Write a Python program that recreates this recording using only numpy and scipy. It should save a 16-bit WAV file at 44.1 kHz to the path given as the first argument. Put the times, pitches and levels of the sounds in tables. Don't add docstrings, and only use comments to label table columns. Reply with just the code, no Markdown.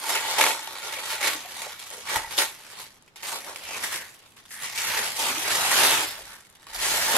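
import sys
import numpy as np
from scipy import signal
from scipy.fft import rfft, irfft, next_fast_len
from scipy.io import wavfile
from scipy.ndimage import uniform_filter1d, map_coordinates

SR = 44100
rng = np.random.default_rng(int(sys.argv[2]) if len(sys.argv) > 2 else 0)


def transcribe(u):
    v = np.clip(np.atleast_2d(u).T, -1, 1)
    q = np.round(v * 32767).astype(np.int16)
    wavfile.write(sys.argv[1], SR, q)


N = 316197


def amp(db):
    return 10 ** (np.asarray(db) / 20)


def unit(x):
    return x / np.sqrt(np.mean(x ** 2) + 1e-20)


def along(points, hz):
    f, v = np.transpose(points)
    return np.interp(np.log(hz + 1), np.log(f), v)


def curves(rows):
    s, *columns = np.transpose(rows)
    return [np.interp(np.arange(N) / SR, s, column) for column in columns]


def wobble(rate):
    knots = rng.standard_normal(int(N * rate / SR) + 4)
    return map_coordinates(knots, [np.arange(N) * rate / SR])


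def grid():
    return np.fft.rfftfreq(2 * next_fast_len((N + SR // 2) // 2), 1 / SR)


def filtered(x, response):
    m = 2 * (len(response) - 1)
    return irfft(rfft(x, m) * response, m)[..., :N]


def causal(gain):
    cepstrum = irfft(np.log(np.maximum(gain, 1e-6)))
    half = len(cepstrum) // 2
    cepstrum[1:half] *= 2
    cepstrum[half + 1:] = 0
    return np.exp(rfft(cepstrum))


def noise(spectrum):
    return unit(filtered(rng.standard_normal((2, N)), amp(along(spectrum, grid()))))


def add(track, s, sound):
    part = track[..., max(round(s * SR), 0):][..., :sound.shape[-1]]
    part += sound[..., :part.shape[-1]]


# (frequency [Hz], level per Hz [dB])
PAPER_COLOUR = [(100, -47), (190, -34.5), (250, -16.5), (320, -10.5), (600, -6.5), (700, -6.5), (870, -4),
                (1250, -7.5), (2200, -9), (2900, -9.5), (5500, -8.5), (7300, -7.5), (9000, -9), (11800, -7),
                (13200, -15.5), (15600, -29.5)]


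def paper_gain(hz):
    return amp(along(PAPER_COLOUR, hz))


def tinted(x, hz, q):
    m = 2 * x.shape[-1]
    f = np.fft.rfftfreq(m, 1 / SR)
    resonance = 1 / (1 + (q * (f / hz - hz / (f + 1))) ** 2)
    y = irfft(rfft(x, m) * causal(paper_gain(f) * resonance), m)
    return y / np.sqrt(np.sum(y ** 2) / len(y))


def buckles(rate, spread_db):
    size = amp(spread_db * np.minimum(rng.standard_normal(N), 2.3))
    happens = rng.random(N) < rate / SR
    return unit(happens * size * rng.choice([-1, 1], N))


def facet(lead_ms, ring_s, scatter_s, scatter_db):
    t = np.arange(1024) / SR
    flutter = rng.standard_normal(len(t)) * amp(-60 * t / ring_s)
    click_and_flutter = flutter / np.linalg.norm(flutter) + (t == 0)
    click_and_flutter = np.roll(click_and_flutter, 16)
    lead = (lead_ms + 0.054 * rng.standard_normal()) / 1000 * np.array([[1], [-1]])
    shift = np.exp(1j * np.pi * np.fft.rfftfreq(len(t), 1 / SR) * lead)
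    direct = irfft(rfft(click_and_flutter) * shift)
    scatter = rng.standard_normal((2, len(t))) * amp(-60 * t / scatter_s) * np.sqrt(t)
    pop = direct / np.linalg.norm(direct[0]) + amp(scatter_db) * scatter / np.linalg.norm(scatter[0])
    return pop / np.linalg.norm(pop[0])


# (time [s], lead at the left microphone [ms])
PLACE = [(0, 0.052), (.6, 0.072), (1.2, -0.015), (3.5, 0.0099), (5.8, -0.025), (6.3, 0.066), (7.17, 0.013)]


def sheet(pulses, count=3, size=3000):
    out, lead_ms = np.zeros((2, N)), curves(PLACE)[0]
    patch = rng.integers(count, size=N)
    for start in range(0, N, size):
        block = slice(start, start + size)
        for k in range(count):
            own = (pulses[block] * (patch[block] == k))[None]
            pop = facet(lead_ms[start], ring_s=.003, scatter_s=.019, scatter_db=-1)
            add(out, start / SR, signal.fftconvolve(own, pop, axes=1))
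    return out


RELEASE_S = 0.12


def swell(s, rise_s, hold_s):
    t = np.arange(N) / SR - s
    away = np.maximum(-t / max(rise_s, .005), (t - hold_s) / RELEASE_S)
    return np.exp(-np.log(10) * np.clip(away, 0, 10))


# (time [s], level [dB])
CONTACT = [(0, -49.5), (0.3, -30.5), (0.66, -42.5), (1.2, -44.5), (1.75, -47), (2.35, -46.5), (2.6, -55),
           (2.88, -55.5), (3.14, -74.5), (3.24, -54), (3.9, -45.5), (4.06, -52.5), (4.22, -57), (4.49, -69),
           (4.72, -41), (6.03, -33.5), (6.22, -47.5), (6.5, -61.5), (6.66, -64), (6.85, -39)]
CONTACT_BODY_DB, CONTACT_SIZZLE_DB = -5, 0.5
# (time of full speed [s], rise [s], hold [s], rustle level [dB],
#  low body relative to rustle [dB], sizzle relative to rustle [dB])
MOVES = [ (0.1, 0.18, 0.056, -32.5, 3, 3), (0.386, 0.035, 0.099, -28.5, 3.5, 3),
         (0.836, 0.058, 0.18, -38.5, -3, 1.5), (1.1, 0.12, 0.046, -34, -6, 1.5),
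         (1.237, 0.06, 0.052, -28.5, -6, -1), (1.318, 0.069, 0.023, -40, 0, 4),
         (1.437, 0.046, 0.017, -45, -3, -3), (1.591, 0.19, 0.071, -38.5, -2.5, 0.5),
         (1.927, 0.051, 0.043, -48, 5, 8.5), (2.102, 0.086, 0.035, -32.5, -16, -8),
         (2.134, 0.059, 0.0075, -32, 5, 0), (2.32, 0.036, 0.019, -35, -5, -1),
         (2.388, 0.037, 0.027, -34, -5.5, 7), (2.801, 0.32, 0.015, -43.5, -4.5, -0.5),
         (3.172, 0.0081, 0.033, -48.5, -14, -12), (3.256, 0.043, 0.1, -38, 0.5, 3.5),
         (3.467, 0.06, 0.025, -44.5, 7, 5.5), (3.74, 0.28, 0.046, -37.5, -0.5, 0),
         (3.828, 0.026, 0.015, -34, -3.5, 3), (3.925, 0.083, 0.032, -36, -6.5, 4),
         (4.368, 0.005, 0.024, -53, -11, -3), (4.526, 0.045, 0.02, -50, -12, 10.5),
         (4.643, 0.11, 0.017, -37.5, -9, 4), (4.761, 0.033, 0.12, -34, -18, 3.5),
         (4.911, 0.21, 0.15, -31, -3, 1.5), (5.198, 0.056, 0.093, -28.5, -2, 2),
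         (5.51, 0.32, 0.27, -28, -2.5, 1.8), (5.785, 0.14, 0.079, -22, -4.5, 3),
         (5.91, 0.25, 0.043, -24.5, -2.5, 1.5), (5.997, 0.05, 0.015, -28.5, -3, -2),
         (6.055, 0.067, 0.027, -41, -19, 6), (6.176, 0.028, 0.043, -55, 9, 4),
         (6.29, 0.11, 0.032, -47, -18, 1), (6.697, 0.099, 0.02, -51.5, -5, -6),
         (6.838, 0.12, 0.4, -28.7, -2, 3.8), (7.158, 0.078, 0.03, -23.5, -1.5, 0)]


def handling():
    power = (amp(curves(CONTACT)[0]) * amp([[0], [CONTACT_BODY_DB], [CONTACT_SIZZLE_DB]])) ** 2
    for s, rise_s, hold_s, db, body_db, sizzle_db in MOVES:
        levels = amp([[db], [db + body_db], [db + sizzle_db]])
        power += levels ** 2 * swell(s, rise_s, hold_s) ** 2
    rustle_db, body_db, sizzle_db = 10 * np.log10(power)
    return rustle_db, body_db - rustle_db, sizzle_db - rustle_db


def rustle(paper, rustle_db, body_db, sizzle_db):
    haste_db = np.clip(rustle_db, -58, -20) + 35
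    rate = 5000 * amp(.65 * haste_db)
    clumping = np.clip(1 - .045 * haste_db, .4, 1.15)
    bunching = np.minimum(.5 * wobble(50) + 1.9 * wobble(260), 3)
    clumps = unit(amp(clumping * bunching))
    even_buckles = unit(buckles(rate, spread_db=4.6) / np.sqrt(rate))
    crackle = sheet(even_buckles * clumps)
    hz = grid()
    low, high = 1 / (1 + (hz / 1200) ** 4), 1 - 1 / (1 + (hz / 4500) ** 4)
    smooth = unit(crackle + amp(-4) * rng.standard_normal((2, N)))
    grainy = unit(crackle + amp(-13) * rng.standard_normal((2, N)))
    parts = [(smooth, low, body_db - 5.5), (smooth, 1 - low - high, 0), (grainy, high, sizzle_db - 2.5)]
    colour = causal(paper)
    sound = np.zeros((2, N))
    for x, share, db in parts:
        band = colour * share / np.sqrt(np.mean((paper * share) ** 2))
        sound += amp(rustle_db + db) * filtered(x, band)
    tick_colour = causal(unit(paper / (1 + (6000 / (hz + 1)) ** 4)))
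    ticks = filtered(sheet(buckles(70, spread_db=5), count=1), tick_colour)
    return sound + ticks * amp(-58.5 + 0.8 * (rustle_db + sizzle_db + 44.0))


def shifting(x, depth_db, size=512):
    z = signal.stft(x, nperseg=size)[2]
    across_pitch = uniform_filter1d(rng.standard_normal(z.shape[1:]), size=6, axis=0)
    field = uniform_filter1d(across_pitch, size=12, axis=1)
    return signal.istft(z * amp(depth_db * unit(field)), nperseg=size)[1][:, :N]


# (time [s], share [0-1])
PRESS = [(0, 0.7), (.45, 1), (1.1, 1), (1.3, 0.82), (2.2, 0.42), (2.6, 0.56), (3.3, 0.46), (3.85, 0.02),
         (5.2, 0.35), (5.65, 0.08), (6.7, 0.47), (7.17, 0.18)]


def pressing():
    return curves(PRESS)[0]


# (frequency [Hz], width [Hz], level [dB])
BOX_RESONANCES = [(373, 9.5, -9.5), (560, 160, -13), (886, 48, 1.5), (1125, 23, -5), (1390, 50, -4.5),
                  (1900, 88, -6.5), (2230, 42, -0.5), (3200, 56, -15), (3760, 900, -12.5)]


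def box(x):
    hz = grid()
    response = np.zeros(len(hz), complex)
    for centre, width, db in BOX_RESONANCES:
        damping = 1j * hz * width
        response += amp(db) * damping / (centre * centre - hz * hz + damping)
    return filtered(x, response)


# (frequency [Hz], level per Hz [dB])
RUMBLE_COLOUR = [(40, -46), (75, 1), (115, -1), (180, -1.5), (250, -0.5), (600, -78)]
RUMBLE_DB, RUMBLE_GROWS, PRESS_DAMPS_DB = -24.5, 0.79, 8


def rumble(rustle_db, press):
    level_db = RUMBLE_DB + RUMBLE_GROWS * rustle_db - PRESS_DAMPS_DB * press
    return amp(level_db) * noise(RUMBLE_COLOUR)


# (frequency [Hz], level per Hz [dB])
HUSH_COLOUR = [(25, 0), (50, 1), (110, 4.5), (300, 0), (1000, -5), (5000, -17), (15000, -37)]


def hush():
    return amp(-58.5) * noise(HUSH_COLOUR)


# (frequency [Hz], time to fall by 60 dB [s])
ROOM_DECAY = [(150, 0.31), (1000, 0.13), (5000, 0.064), (14000, 0.019)]


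def room(x):
    hz, t, z = signal.stft(rng.standard_normal((2, SR // 3)), SR, nperseg=256)
    fade = amp(-60 * t / along(ROOM_DECAY, hz)[:, None])
    tail = signal.istft(z * fade, SR, nperseg=256)[1]
    late = np.pad(x, ((0, 0), (SR // 200, 0)))
    return signal.fftconvolve(late, tail / np.linalg.norm(tail[0]), axes=1)[:, :N]


# (time [s], click level [dB], click pitch [Hz], flexing level [dB], flexing pitch [Hz])
SNAPS = [(0.0318, -26, 7500, -26, 950), (0.0695, -20, 8400, -23, 2110), (0.1034, -16, 8700, -15, 1160),
         (0.1174, -23, 8600, -17, 860), (0.1545, -14, 8900, -13, 1340), (0.2483, -28, 7100, -19, 900),
         (0.3003, -18, 7500, -30, 2710), (0.3124, -22, 7500, -24, 950), (0.3982, -13, 8000, -8, 900),
         (0.4084, -14, 8600, -16, 2500), (0.4117, -10, 7800, -3, 2200), (0.4147, -12, 8300, -3, 2110),
         (0.4177, -18, 8000, -7, 2240), (0.4279, -16, 7900, -9, 2070), (0.4382, -12, 7800, -7, 990),
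         (0.4649, -13, 7700, -8, 2330), (0.4724, -17, 8100, -11, 1030), (0.5134, -18, 5800, -14, 2580),
         (0.6748, -26, 6500, -22, 900), (1.1094, -23, 7300, -21, 2450), (1.214, -22, 8000, -18, 2240),
         (1.2385, -19, 8300, -12, 2150), (1.2484, -20, 8600, -17, 2200), (1.2795, -18, 8800, -11, 2370),
         (1.3474, -23, 7600, -24, 2840), (1.6195, -24, 8600, -23, 2410), (1.667, -32, 8000, -23, 730),
         (1.7992, -28, 8800, -30, 3450), (1.8252, -28, 6300, -30, 3450), (1.8383, -29, 6400, -37, 1080),
         (1.9029, -23, 10500, -36, 820), (1.914, -29, 10200, -34, 2150), (2.1605, -15, 8800, -12, 2110),
         (2.168, -17, 8900, -12, 900), (2.1764, -18, 8800, -16, 860), (2.2383, -31, 7200, -38, 1890),
         (2.4204, -18, 7500, -15, 1980), (2.605, -40, 8600, -41, 2070), (2.6257, -39, 9100, -46, 1770),
         (2.7198, -35, 6900, -42, 1340), (2.8224, -33, 7100, -38, 900), (2.9736, -46, 8100, -50, 1030),
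         (3.024, -40, 8100, -49, 1510), (3.0624, -49, 8100, -59, 690), (3.2258, -27, 6000, -34, 1850),
         (3.2582, -25, 7800, -22, 2110), (3.3184, -23, 8000, -34, 3960), (3.474, -37, 9100, -26, 860),
         (3.5598, -24, 7400, -25, 2840), (3.6508, -29, 8700, -29, 1980), (3.8424, -23, 8100, -22, 1850),
         (3.9234, -21, 8500, -25, 2800), (3.9435, -22, 8600, -23, 2330), (3.9683, -26, 8500, -22, 1890),
         (4.0205, -33, 9100, -26, 2070), (4.1414, -37, 9300, -42, 1980), (4.1588, -40, 8600, -48, 1460),
         (4.2612, -42, 7100, -46, 2800), (4.3225, -46, 7000, -46, 3060), (4.3655, -41, 7700, -49, 1380),
         (4.3786, -43, 9200, -41, 1720), (4.391, -44, 6800, -41, 2630), (4.4536, -42, 7900, -41, 1380),
         (4.4606, -39, 8800, -38, 1460), (4.506, -35, 10200, -38, 1940), (4.5128, -33, 9900, -35, 2150),
         (4.5398, -30, 8700, -33, 1850), (4.5903, -32, 9700, -35, 1720), (4.6144, -37, 8000, -30, 3140),
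         (4.6236, -24, 9900, -29, 2150), (4.7765, -19, 7600, -19, 3700), (4.872, -24, 8200, -20, 2760),
         (4.9755, -19, 7100, -18, 1770), (4.9905, -16, 7400, -19, 1770), (5.1642, -22, 8400, -28, 2500),
         (5.2864, -15, 8000, -16, 3230), (5.557, -15, 9000, -25, 1680), (5.715, -15, 7600, -12, 950),
         (5.801, -12, 8300, -11, 2150), (5.8345, -11, 8000, -9, 3230), (5.8495, -16, 7600, -8, 2070),
         (6.1912, -28, 10700, -33, 690), (6.354, -33, 8900, -45, 1770), (6.4085, -38, 8900, -48, 1550),
         (6.4504, -41, 8200, -42, 2710), (6.4682, -43, 6500, -45, 1850), (6.4998, -38, 11800, -51, 3920),
         (6.551, -41, 9300, -43, 3010), (6.569, -41, 7900, -46, 2020), (6.6677, -40, 8200, -32, 1030),
         (6.6928, -39, 9100, -47, 1510), (6.7343, -32, 6500, -39, 1640), (6.7455, -24, 6400, -26, 3700),
         (7.166, -9, 8200, -12, 860)]
CLICK_Q, FLEX_Q = 1, 1.53


def snaps():
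    out = np.zeros((2, N))
    for s, click_db, click_hz, flex_db, flex_hz in SNAPS:
        click = tinted(facet(0, ring_s=.003, scatter_s=.013, scatter_db=-6), click_hz, CLICK_Q)
        flex = tinted(facet(0, ring_s=.008, scatter_s=.016, scatter_db=-7), flex_hz, FLEX_Q)
        add(out, s, amp(click_db + 10) * click + amp(flex_db + 8.5) * flex)
    return out


# (time [s], peak level [dB], time to fall by 60 dB [s], pitch of the fold [Hz])
CRUMPLES = [(0.092, -9, 0.075, 2300), (0.15, -14, 0.28, 2440), (0.242, -33, 0.039, 2270),
            (0.383, -9, 0.1, 3070), (0.409, -2, 0.045, 2000), (0.439, -8, 0.04, 2240),
            (0.4653, -11, 0.055, 2230), (0.5053, -13, 0.088, 2120), (0.672, -17.5, 0.04, 2300),
            (0.968, -26, 0.04, 2250), (1.207, -17, 0.12, 2170), (1.2276, -13, 0.021, 2200),
            (1.2416, -14, 0.16, 2120), (1.26, -18, 0.046, 3400), (1.271, -11.5, 0.11, 2160),
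            (1.617, -19, 0.081, 2230), (1.793, -30.5, 0.39, 3620), (2.071, -25, 0.087, 2270),
            (2.0867, -20, 0.54, 2140), (2.141, -15, 0.093, 1820), (2.156, -16, 0.11, 2100),
            (2.166, -24, 0.035, 1400), (2.205, -33.5, 0.3, 1950), (2.308, -29, 0.13, 2750),
            (2.379, -7.5, 0.23, 3460), (2.395, -17, 0.38, 2140), (2.418, -14, 0.062, 2030),
            (3.077, -41, 0.067, 2500), (3.158, -30, 0.15, 2980), (3.229, -17, 0.091, 1900),
            (3.5591, -18.5, 0.02, 2830), (3.8347, -15.5, 0.22, 1900), (3.918, -21.5, 0.48, 1750),
            (4.3664, -36.5, 0.085, 2400), (4.454, -35, 0.051, 3740), (4.508, -29.5, 0.084, 1880),
            (4.7765, -14.5, 0.11, 2750), (4.972, -11, 0.16, 1850), (5.353, -22, 0.23, 2590),
            (5.504, -12.5, 0.25, 2060), (5.713, -10, 0.12, 1900), (5.787, -22, 0.095, 3120),
            (5.833, -7, 0.09, 2000), (6.553, -37.5, 0.04, 3000), (6.6685, -47, 0.08, 1590),
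            (6.7322, -26.5, 0.14, 2000), (6.746, -24.5, 0.14, 4540)]


def crumples(paper):
    runs, t = np.zeros(N), np.arange(SR // 3) / SR
    pulses = buckles(8000, spread_db=-1.5)
    for s, db, life, hz in CRUMPLES:
        fading = amp(db - 18.5 - 60 * t / max(life, .01))
        run = pulses[round(s * SR):][:len(t)] * fading
        ringing = signal.lfilter(*signal.iirpeak(hz, 3.5, fs=SR), run)
        add(runs, s, run + 9.2 * ringing)
    return filtered(sheet(runs), causal(unit(paper)))


# (time [s], level [dB], hollow pitch [Hz])
FLOPS = [(.15, -32, 430), (.85, -47, 433), (.965, -34.5, 550), (1.122, -38.5, 420), (1.262, -31, 340),
         (1.342, -36, 306), (1.445, -34, 720), (1.657, -36, 520), (1.97, -38, 513), (3.835, -39, 480),
         (4.975, -32.5, 450), (5.225, -39, 230), (5.285, -34, 217), (5.365, -31, 328), (6.2, -45.5, 550),
         (6.705, -47, 850), (6.745, -37, 830), (7.135, -27.5, 200)]
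FLOP_RISE_S, FLOP_T60_S, FLOP_Q = 0.004, 0.1, 3.5


def flops():
    out, t = np.zeros(N), np.arange(SR // 8) / SR
    shape = (1 - np.exp(-t / FLOP_RISE_S)) * amp(-60 * t / FLOP_T60_S)
    for s, db, hz in FLOPS:
        burst = shape * rng.standard_normal((1, len(t)))
        add(out, s, amp(db) * np.linalg.norm(shape) * tinted(burst, hz, FLOP_Q)[0])
    return out


# (time of full level [s], hold [s], level [dB])
PUFFS = [(0.401, 0.068, -69), (1.22, 0.04, -66), (2.18, 0.02, -58), (3.657, 0.05, -67), (4.99, 0.026, -68),
         (5.64, 0.2, -55), (6.225, 0.04, -52), (6.766, 0.15, -48), (7.04, 0.16, -56)]
PUFF_RISE_S = 0.11
# (frequency [Hz], level per Hz [dB])
AIR_COLOUR = [(20, -36), (31, -18), (39, 2), (46, 0), (55, -6), (80, -13), (300, -60)]


def puffs():
    level = sum(amp(db) * swell(s, PUFF_RISE_S, hold_s) for s, hold_s, db in PUFFS)
    return level * noise(AIR_COLOUR)


# (time [s], wall ring level [dB], thud level [dB], pitch of the struck spot [ratio])
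BUMPS = [(.44, -23, -49, 1), (2.156, -11, -45, 1.02), (2.166, -11, -30, 0.99), (2.175, -23, -46, 1.1),
         (2.2145, -30, -49, 0.87), (2.2435, -18.5, -46, 1.04), (2.272, -24.5, -43, 1),
         (6.189, -34, -70, 0.75), (6.668, -34.5, -69, 1.32)]
# (frequency [Hz], time to fall by 60 dB [s], level [dB])
WALL_MODES = [(866, 0.037, -2.5), (1180, 0.031, -30), (1530, 0.025, -17), (1895, 0.051, -10.5),
              (2230, 0.025, -19)]
# (frequency [Hz], time to fall by 60 dB [s], level [dB])
THUD_MODES = [(50, 0.15, -12), (74, 0.077, 2.5), (116, 0.062, -4)]


def bumps():
    out, t = np.zeros(N), np.arange(SR // 4) / SR
    soft_onset = 1 - np.exp(-t / 0.0036)
    for s, ring_db, thud_db, pitch in BUMPS:
        wall, thud = np.zeros(len(t)), np.zeros(len(t))
        for hz, t60, db in WALL_MODES:
            wall += amp(db - 60 * t / t60) * np.sin(2 * np.pi * hz * pitch * t)
        for hz, t60, db in THUD_MODES:
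            thud_hz = hz * rng.uniform(1.0, 1.13)
            thud += amp(db - 60 * t / t60) * np.sin(2 * np.pi * thud_hz * t)
        add(out, s, (amp(ring_db + 3.0) * wall + amp(thud_db) * thud) * soft_onset)
    return out


# (time of full speed [s], rise [s], hold [s], level [dB], centre pitch [Hz])
STROKES = [(3.729, 0.15, 0.032, -30, 2600), (3.93, 0.097, 0.084, -34, 1918), (4.54, 0.045, 0.16, -36, 1837),
           (4.776, 0.07, 0.11, -31, 2222), (4.972, 0.06, 0.021, -29, 1827), (5.82, 0.14, 0.17, -25.5, 1896),
           (6.31, 0.042, 0.012, -41, 1620), (6.826, 0.14, 0.29, -30, 1890)]


def strokes():
    level = sum(amp(db - 8) * swell(s, rise_s, hold_s) for s, rise_s, hold_s, db, _ in STROKES)
    hz = curves(STROKES)[-1]
    grip = rng.standard_normal((2, N)) + 1j * rng.standard_normal((2, N))
    shared = grip + grip[::-1] * 0.52
    grip = signal.sosfilt(signal.butter(2, 260, fs=SR, output="sos"), shared)
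    return level * unit(np.real(grip * np.exp(2j * np.pi * np.cumsum(hz) / SR)))


# (frequency [Hz], gain of the left-right difference [dB])
WIDTH = [(25, -18), (60, -24), (130, -6), (280, -4), (700, -6), (1300, -1), (1950, 0), (3000, 2), (8000, 0),
         (13000, 2)]
# (frequency [Hz], left minus right [dB])
TILT = [(130, -0.1), (500, -0.5), (1000, -0.6), (2000, -1.6), (4000, -1), (12000, 0.2)]


def microphones(left, right):
    mid = (left + right) / 2
    side = filtered((left - right) / 2, amp(along(WIDTH, grid())))
    lean_db = along(TILT, grid()) / 2
    return np.array([filtered(mid + side, amp(lean_db)), filtered(mid - side, amp(-lean_db))])


def scene():
    paper, press = paper_gain(grid()), pressing()
    rustle_db, body_db, sizzle_db = handling()
    moving_paper = shifting(rustle(paper, rustle_db, body_db, sizzle_db), depth_db=1.1)
    tissue = moving_paper + snaps() + crumples(paper)
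    box_ring = amp(5.5) * press * box(tissue.mean(axis=0))
    near = tissue + box_ring + strokes() + bumps() + flops()
    walls = amp(-13) * room(near)
    bass = puffs() + rumble(rustle_db, press)
    left, right = near + walls + bass + hush()
    return amp(-1.43) * microphones(left, right)


TOP_HZ = 15800


def record(dry):
    return filtered(dry, grid() < TOP_HZ)


dry = scene()
out = record(dry)
transcribe(out)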